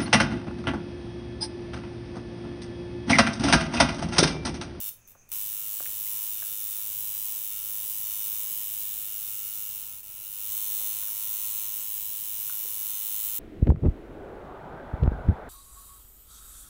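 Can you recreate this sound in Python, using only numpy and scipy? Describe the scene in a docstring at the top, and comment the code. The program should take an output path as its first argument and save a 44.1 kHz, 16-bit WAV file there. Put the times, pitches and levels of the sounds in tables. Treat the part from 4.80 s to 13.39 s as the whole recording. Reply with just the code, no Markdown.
"""Tattoo machine in a small room

A coil tattoo machine buzzes close by: its armature, a small steel bar, slams and bounces about 105
times a second, shaking the frame and ringing the steel parts. It stops and stutters at the start, and
later bogs down as the needle presses into the skin. Under it lie a few soft knocks, two faint double
chirps, the room's hiss and low hum, and a little handling rumble."""
import sys
import numpy as np
from scipy import signal
from scipy.fft import rfft, irfft, next_fast_len
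from scipy.io import wavfile
from scipy.ndimage import map_coordinates

SR = 44100
rng = np.random.default_rng(int(sys.argv[2]) if len(sys.argv) > 2 else 0)


def wav_out(sig):
    """Save sig, one row per channel (or a flat mono array), as 16-bit PCM at SR to the path in sys.argv[1]."""
    wavfile.write(sys.argv[1], SR, np.round(np.clip(np.atleast_2d(sig).T, -1, 1) * 32767).astype(np.int16))


N = 378819
FREE_DB, FREE_HZ = -31.5, 104.75  # strength and stroke rate when the machine runs freely


def tattoo_machine(creep_hz_per_s=0.04, sag_hz_per_db=0.45, free_buzz_db=-49.2):
    """Pressing into the skin makes the strokes slower, weaker and more rattly."""
    load_db = skin_load()
    drag_db = np.maximum(load_db, 0)
    phase, drive, blows = armature(FREE_HZ + creep_hz_per_s * clock() - sag_hz_per_db * drag_db)
    looseness = np.minimum(0.82 * np.exp(0.36 * load_db), 1.6)  # multiplies the timing scatter
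    buzz = frame_buzz(phase, drive * amp(free_buzz_db - 0.9 * drag_db))
    buzz = room(buzz, wet_db=-12)
    clash = steel_clash(blows, drive * amp(FREE_DB - load_db), looseness)
    return buzz + arm_reflections(clash)


def skin_load(tremor_db=0.23, tremors_per_s=9):
    """The strength lost to the skin, in dB; it trembles with the hand."""
    # how hard the armature strikes: time_s, strength_db
    strike = [(0.55, -31.5), (0.82, -33.5), (1.45, -32), (1.56, -33.5), (2.46, -32.0), (2.82, -33.7),
              (3.43, -31.0), (4.38, -34), (4.79, -33.5), (4.99, -36), (5.22, -41.5), (5.55, -36.5),
              (5.72, -31.5), (5.93, -30.0), (6.3, -32), (6.69, -31.0), (7.24, -33), (8.56, -31)]
    return FREE_DB - over_time(strike) + tremor_db * wobble(tremors_per_s)


def armature(rate_hz, flutter=0.001092, slowing_per_db=0.0046):
    """The bar hammers in spells. Gives the running stroke count, its strength and the blow times."""
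    # spells of full or stuttering hammering: start_s, end_s, strength_db
    spells = [(0.003, 0.096, -1.5), (0.2755, 0.322, -20), (0.4905, 0.514, -19), (0.5175, 5.205, 0),
              (5.21, 5.226, -11), (5.231, 8.6, 0)]
    t = clock()
    strokes = np.cumsum(rate_hz * (1 + flutter * wobble(40))) / SR
    phase, drive, blows = np.zeros(N), np.zeros(N), []
    for start, end, db in spells:
        on = (t >= start - .001) & (t < end)
        # every spell begins with a blow, and a weak pull runs slower
        count = (strokes - np.interp(start, t, strokes)) * (1 + slowing_per_db * db)
        phase[on], drive[on] = count[on], amp(db)
        whole_strokes = np.arange(np.interp(end, t, count))
        blows.append(np.interp(whole_strokes, count, t))
    return phase, drive, np.concatenate(blows)


def steel_clash(blows, force, looseness, trim_db=0.4, grit_db=-12, grit_ms=0.85, tube_db=-27):
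    """The contacts ring the steel, and after each one the needle bar rasps in its tube."""
    # ringing tones of the armature, springs and tube: pitch_hz, width_hz, level_db
    steel_tones = [(3014, 170, -16.5), (3260, 210, -24.5), (3666, 270, -16.5), (4000, 280, -20),
                   (4427, 264, -19.5), (5030, 550, -22), (5390, 290, -17), (5900, 365, -15.5),
                   (6454, 280, -12), (7120, 320, -15), (7770, 430, -12.5), (8230, 1300, -13.5),
                   (8920, 890, -17.5), (9580, 820, -14.5), (10490, 360, -11), (11024, 380, -4.8),
                   (12020, 450, -6.5), (12510, 580, -9), (13700, 800, -7), (14200, 360, -5),
                   (15500, 516, .8), (14880, 520, -1)]
    hits = contacts(blows, force, looseness)
    fade = np.exp(-1000 / (grit_ms * SR))
    fading_energy = signal.lfilter([1 - fade], [1, -fade], hits ** 2)
    scrape = np.sqrt(fading_energy) * rng.standard_normal(N)
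    steel = unit(signal.oaconvolve(hits + amp(grit_db) * scrape, ringing(steel_tones))[:N])
    tube = unit(signal.oaconvolve(scrape, ringing([(3000, 1100, 0)]))[:N])  # one broad tone
    clash = unit(room(steel + amp(tube_db) * tube, wet_db=-3.5))
    return amp(trim_db) * np.sqrt(np.mean(force ** 2)) * clash


def contacts(blows, force, looseness, scatter_db=0.5, drift_ms=0.011):
    """Each stroke is a quick run of metal clicks, less evenly timed under load."""
    # the blow, its bounces and the return: delay_ms, level_db, scatter_ms
    clicks = [(0, -3.5, 0.012), (1.368, -5.5, 0.015), (2.052, -5, 0.018), (4.3, -12, 0.029),
              (6.2, -12, 0.036)]
    index = np.minimum((blows * SR).astype(int), N - 1)
    hits = np.zeros(N)
    for delay_ms, db, scatter_ms in clicks:
        late, louder = rng.standard_normal((len(blows), 2)).T
        drift = drift_ms * np.sqrt(delay_ms) * wobble(2.2)[index]
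        times = blows + (delay_ms + drift + scatter_ms * looseness[index] * late) / 1000
        sizes = force[index] * amp(db + scatter_db * louder)
        hits += smear(pulses(times, sizes), spread_ms=0.66)
    return hits


def frame_buzz(phase, force, trim_db=-3.5, spread_rad=0.25, lag_ms=0.742, waver_db=1.1):
    """The frame rings after each blow, at whole multiples of the stroke rate."""
    # tones of the shaking frame: rate_multiple, level_db
    frame_tones = [(1, -14), (2, -25.5), (3, -32.5), (4, -26.5), (5, -36.5), (6, -34), (7, -26.5),
                   (8, -21.5), (9, -11.5), (10, -8.3), (11, -23), (12, -19), (13, -8.5), (14, -10.3),
                   (15, -21), (16, -32), (17, -16), (18, -20.5), (19, -14), (20, -20), (21, -17),
                   (22, -7.5), (23, -11.5), (24, -19), (25, -8.5), (26, -15), (27, -3), (28, -5),
                   (29, -1.5), (30, -6)]
    multiples, levels = np.transpose(frame_tones)
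    response_db = np.interp(np.arange(65), multiples, levels, right=np.median(levels))
    angles = np.angle(struck_response(amp(response_db)))
    buzz = np.zeros(N)
    for multiple, db in frame_tones:
        late = 2 * np.pi * multiple * FREE_HZ * lag_ms / 1000
        angle = angles[round(multiple)] - late + spread_rad * rng.standard_normal()
        buzz += amp(db + waver_db * wobble(5)) * np.cos(2 * np.pi * multiple * phase + angle)
    return amp(trim_db) * force * unit(buzz)


def arm_reflections(x, fade_s=0.17):
    """Sound bouncing off the arm and glove cancels narrow bands, which shift with the grip."""
    # cancelled bands: start_s, end_s, pitch_hz, width_hz
    bands = [(0, 3.9, 4160, 60.4), (0, 5.5, 4610, 105), (5.701, 8.6, 4800, 115), (6.9, 7.6, 4290, 52)]
    for start, end, pitch_hz, width_hz in bands:
        inside_s = np.minimum(clock() - start, end - clock())
        depth = np.clip(1 + inside_s / fade_s, 0, 1)
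        x = x - depth * filtered(x, lambda hz: hump(hz, pitch_hz, width_hz))
    return x


def knocks(trim_db=1, rattle=0.21, rattle_s=0.0017, thud_after_s=0.00403, thud_hz=620, thud_width_hz=540):
    """Each knock is a tap and a soft rattle that ring very briefly, followed by a low thud."""
    # soft knocks nearby: start_s, level_db, pitch_hz, width_hz, thud_db (compared with the knock)
    events = [(0.351, -49.5, 1110, 900, -2), (1.002, -36, 1388, 1200, -2.5),
              (1.060, -33.5, 1960, 1200, -22), (1.267, -45, 2050, 700, -20), (1.624, -37.5, 1660, 950, -11),
              (6.011, -45, 918, 1300, -12), (6.230, -43, 1251, 1202, -15), (6.282, -42, 1600, 1400, -18),
              (7.697, -37.5, 1380, 1000, -21), (7.852, -45, 470, 383, -15)]
    out, t = np.zeros(N + SR), np.arange(SR // 20) / SR
    rattle_shape = rattle * t / rattle_s * np.exp(-t / rattle_s)
    for start, db, pitch_hz, width_hz, thud_db in events:
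        knock = (start, db, pitch_hz, width_hz)
        thud = (start + thud_after_s, db + thud_db, thud_hz, thud_width_hz)
        for at, level, hz, width in (knock, thud):
            tap = (t == 0) + rattle_shape * rng.standard_normal(len(t))
            ring = signal.fftconvolve(tap, ringing([(hz, width / 2, 0)]))
            out[round(at * SR):][:len(ring)] += amp(level + trim_db) * ring / np.abs(ring).max()
    return room(out[:N], wet_db=-9)


def chirps(pitch_hz=6300, width_hz=280):
    """A narrow band of noise swells into two faint double chirps."""
    # single chirps: middle_s, spread_s, level_db
    peeps = [(0.256, 0.0085, -64), (0.276, .009, -58), (0.385, 0.0072, -66), (0.41, 0.016, -60)]
    swell = sum(amp(db) * np.exp(-.5 * ((clock() - middle) / spread) ** 2) for middle, spread, db in peeps)
    return room(swell * noise_band(pitch_hz, width_hz), wet_db=-7)


def room_air(level_db=-62):
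    """The still room hisses softly, with a faint steady ringing in it."""
    # tone colour of the hiss: pitch_hz, level_db
    hiss = [(20, 7.5), (45, -2.5), (85, 3.5), (125, 2.5), (170, -4), (300, -10), (430, -8), (700, -12.5),
            (1800, -15.5), (4300, -30), (8500, -21.5), (15000, -25)]
    # ringing in the hiss: pitch_hz, width_hz, level_db
    rings = [(2500, 140, -7.5), (6300, 440, -8.5), (6800, 210, -17)]

    def colour(hz):
        return amp(over_pitch(hiss, hz)) + sum(amp(db) * hump(hz, pitch, width) for pitch, width, db in rings)
    return amp(level_db) * unit(filtered(rng.standard_normal(N), colour))


def mains_hum():
    """The electric supply hums in two low, gently wavering tones."""
    # hum tones: pitch_hz, level_db
    tones = [(120, -74), (240, -82.5)]
    return sum(np.sqrt(2) * amp(db + wobble(3.3)) * np.sin(2 * np.pi * hz * clock()) for hz, db in tones)


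def handling_rumble():
    """A hand's movement makes a deep rumble that rises near the end."""
    # loudness of the rumble: time_s, level_db
    levels = [(0, -92), (8.1, -84), (8.25, -61.5), (8.59, -65)]
    return amp(over_time(levels)) * noise_band(pitch_hz=28, width_hz=22)


def room(x, wet_db):
    """Add the echo from the walls, which dies fastest in the treble."""
    # time the echo takes to fade by 60 dB: pitch_hz, fade_s
    walls = [(300, 0.5), (3000, 0.3), (14000, 0.22)]
    hz, t, noise = signal.stft(rng.standard_normal(SR // 2), SR, nperseg=256)
    fade = amp(-60 * t / over_pitch(walls, hz)[:, None])
    tail = signal.istft(noise * fade, SR, nperseg=256)[1]
    echo = signal.fftconvolve(np.pad(x, (130, 0)), tail / np.linalg.norm(tail))[:N]  # about 3 ms late
    return (x + amp(wet_db) * echo) / np.hypot(1, amp(wet_db))


def ringing(tones, size=4096):
    """The ring after one tap on a body with these (pitch_hz, width_hz, level_db) tones."""
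    hz = np.fft.rfftfreq(size, 1 / SR)
    power = sum((amp(db) * hump(hz, pitch, width)) ** 2 for pitch, width, db in tones)
    return irfft(struck_response(np.sqrt(power)))


def struck_response(gain):
    """Give these gains the phases of a body that rings only after it is struck."""
    cepstrum = irfft(np.log(gain + 1e-6))
    half = cepstrum[:len(cepstrum) // 2]
    return np.exp(rfft(np.r_[half[0], 2 * half[1:]], len(cepstrum)))


def pulses(times, sizes):
    """Clean clicks that can fall between samples."""
    at = times[:, None] * SR
    taps = np.floor(at).astype(int) + np.arange(-7, 9)
    shape = np.sinc(taps - at) * np.cos(np.pi * (taps - at) / 16) ** 2
    return np.bincount(np.clip(taps, 0, N).ravel(), (sizes[:, None] * shape).ravel(), N + 1)[:N]


def smear(x, spread_ms, size=512):
    """Spread clicks into short metallic bursts, keeping their tone colour."""
    half, lead = size // 2, size // 16
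    fade = np.exp(-np.arange(half) * 1000 / (spread_ms * SR))
    spectrum = rfft(rng.standard_normal(half) * fade, size)
    burst = np.roll(irfft(spectrum / np.abs(spectrum)), lead)[:half]
    return signal.oaconvolve(x, burst)[lead:][:N]


def noise_band(pitch_hz, width_hz):
    """Steady noise around one pitch."""
    return unit(filtered(rng.standard_normal(N), lambda hz: hump(hz, pitch_hz, width_hz)))


def filtered(x, gain_at):
    """Scale each frequency in x by gain_at(hz)."""
    size = next_fast_len(N + SR // 2)
    return irfft(rfft(x, size) * gain_at(np.fft.rfftfreq(size, 1 / SR)), size)[:N]


def hump(hz, pitch_hz, width_hz):
    """A gain of 1 at one pitch, falling away on both sides."""
    return 1 / (1 + 2 * ((hz - pitch_hz) / width_hz) ** 2)


def wobble(changes_per_s):
    """A smooth random curve."""
    points = rng.standard_normal(int(N * changes_per_s / SR) + 4)
    coarse = clock()[::64]
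    return np.interp(clock(), coarse, map_coordinates(points, [coarse * changes_per_s]))


def over_pitch(points, hz):
    """Join (pitch_hz, value) points on a log pitch scale."""
    pitches, values = np.transpose(points)
    return np.interp(np.log(hz + 1), np.log(pitches + 1), values)


def over_time(points):
    """Join (time_s, value) points into one value per sample."""
    return np.interp(clock(), *np.transpose(points))


def clock():
    """The time of every sample, in seconds."""
    return np.arange(N) / SR


def amp(db):
    """Turn decibels into a gain."""
    return 10 ** (np.asarray(db) / 20)


def unit(x):
    """Scale to an average (rms) level of 1."""
    return x / np.sqrt(np.mean(x ** 2) + 1e-20)


def scene():
    """The machine over the small sounds of the room, in one channel."""
    return (tattoo_machine() + knocks() + chirps() + room_air() + mains_hum() + handling_rumble())[None]


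def record(dry):
    """Cut off the very highest treble."""
    top_hz, slope_hz = 15800, 200
    return filtered(dry[0], lambda hz: np.clip((top_hz - hz) / slope_hz + .5, 0, 1))[None]


dry = scene()
out = record(dry)
wav_out(out)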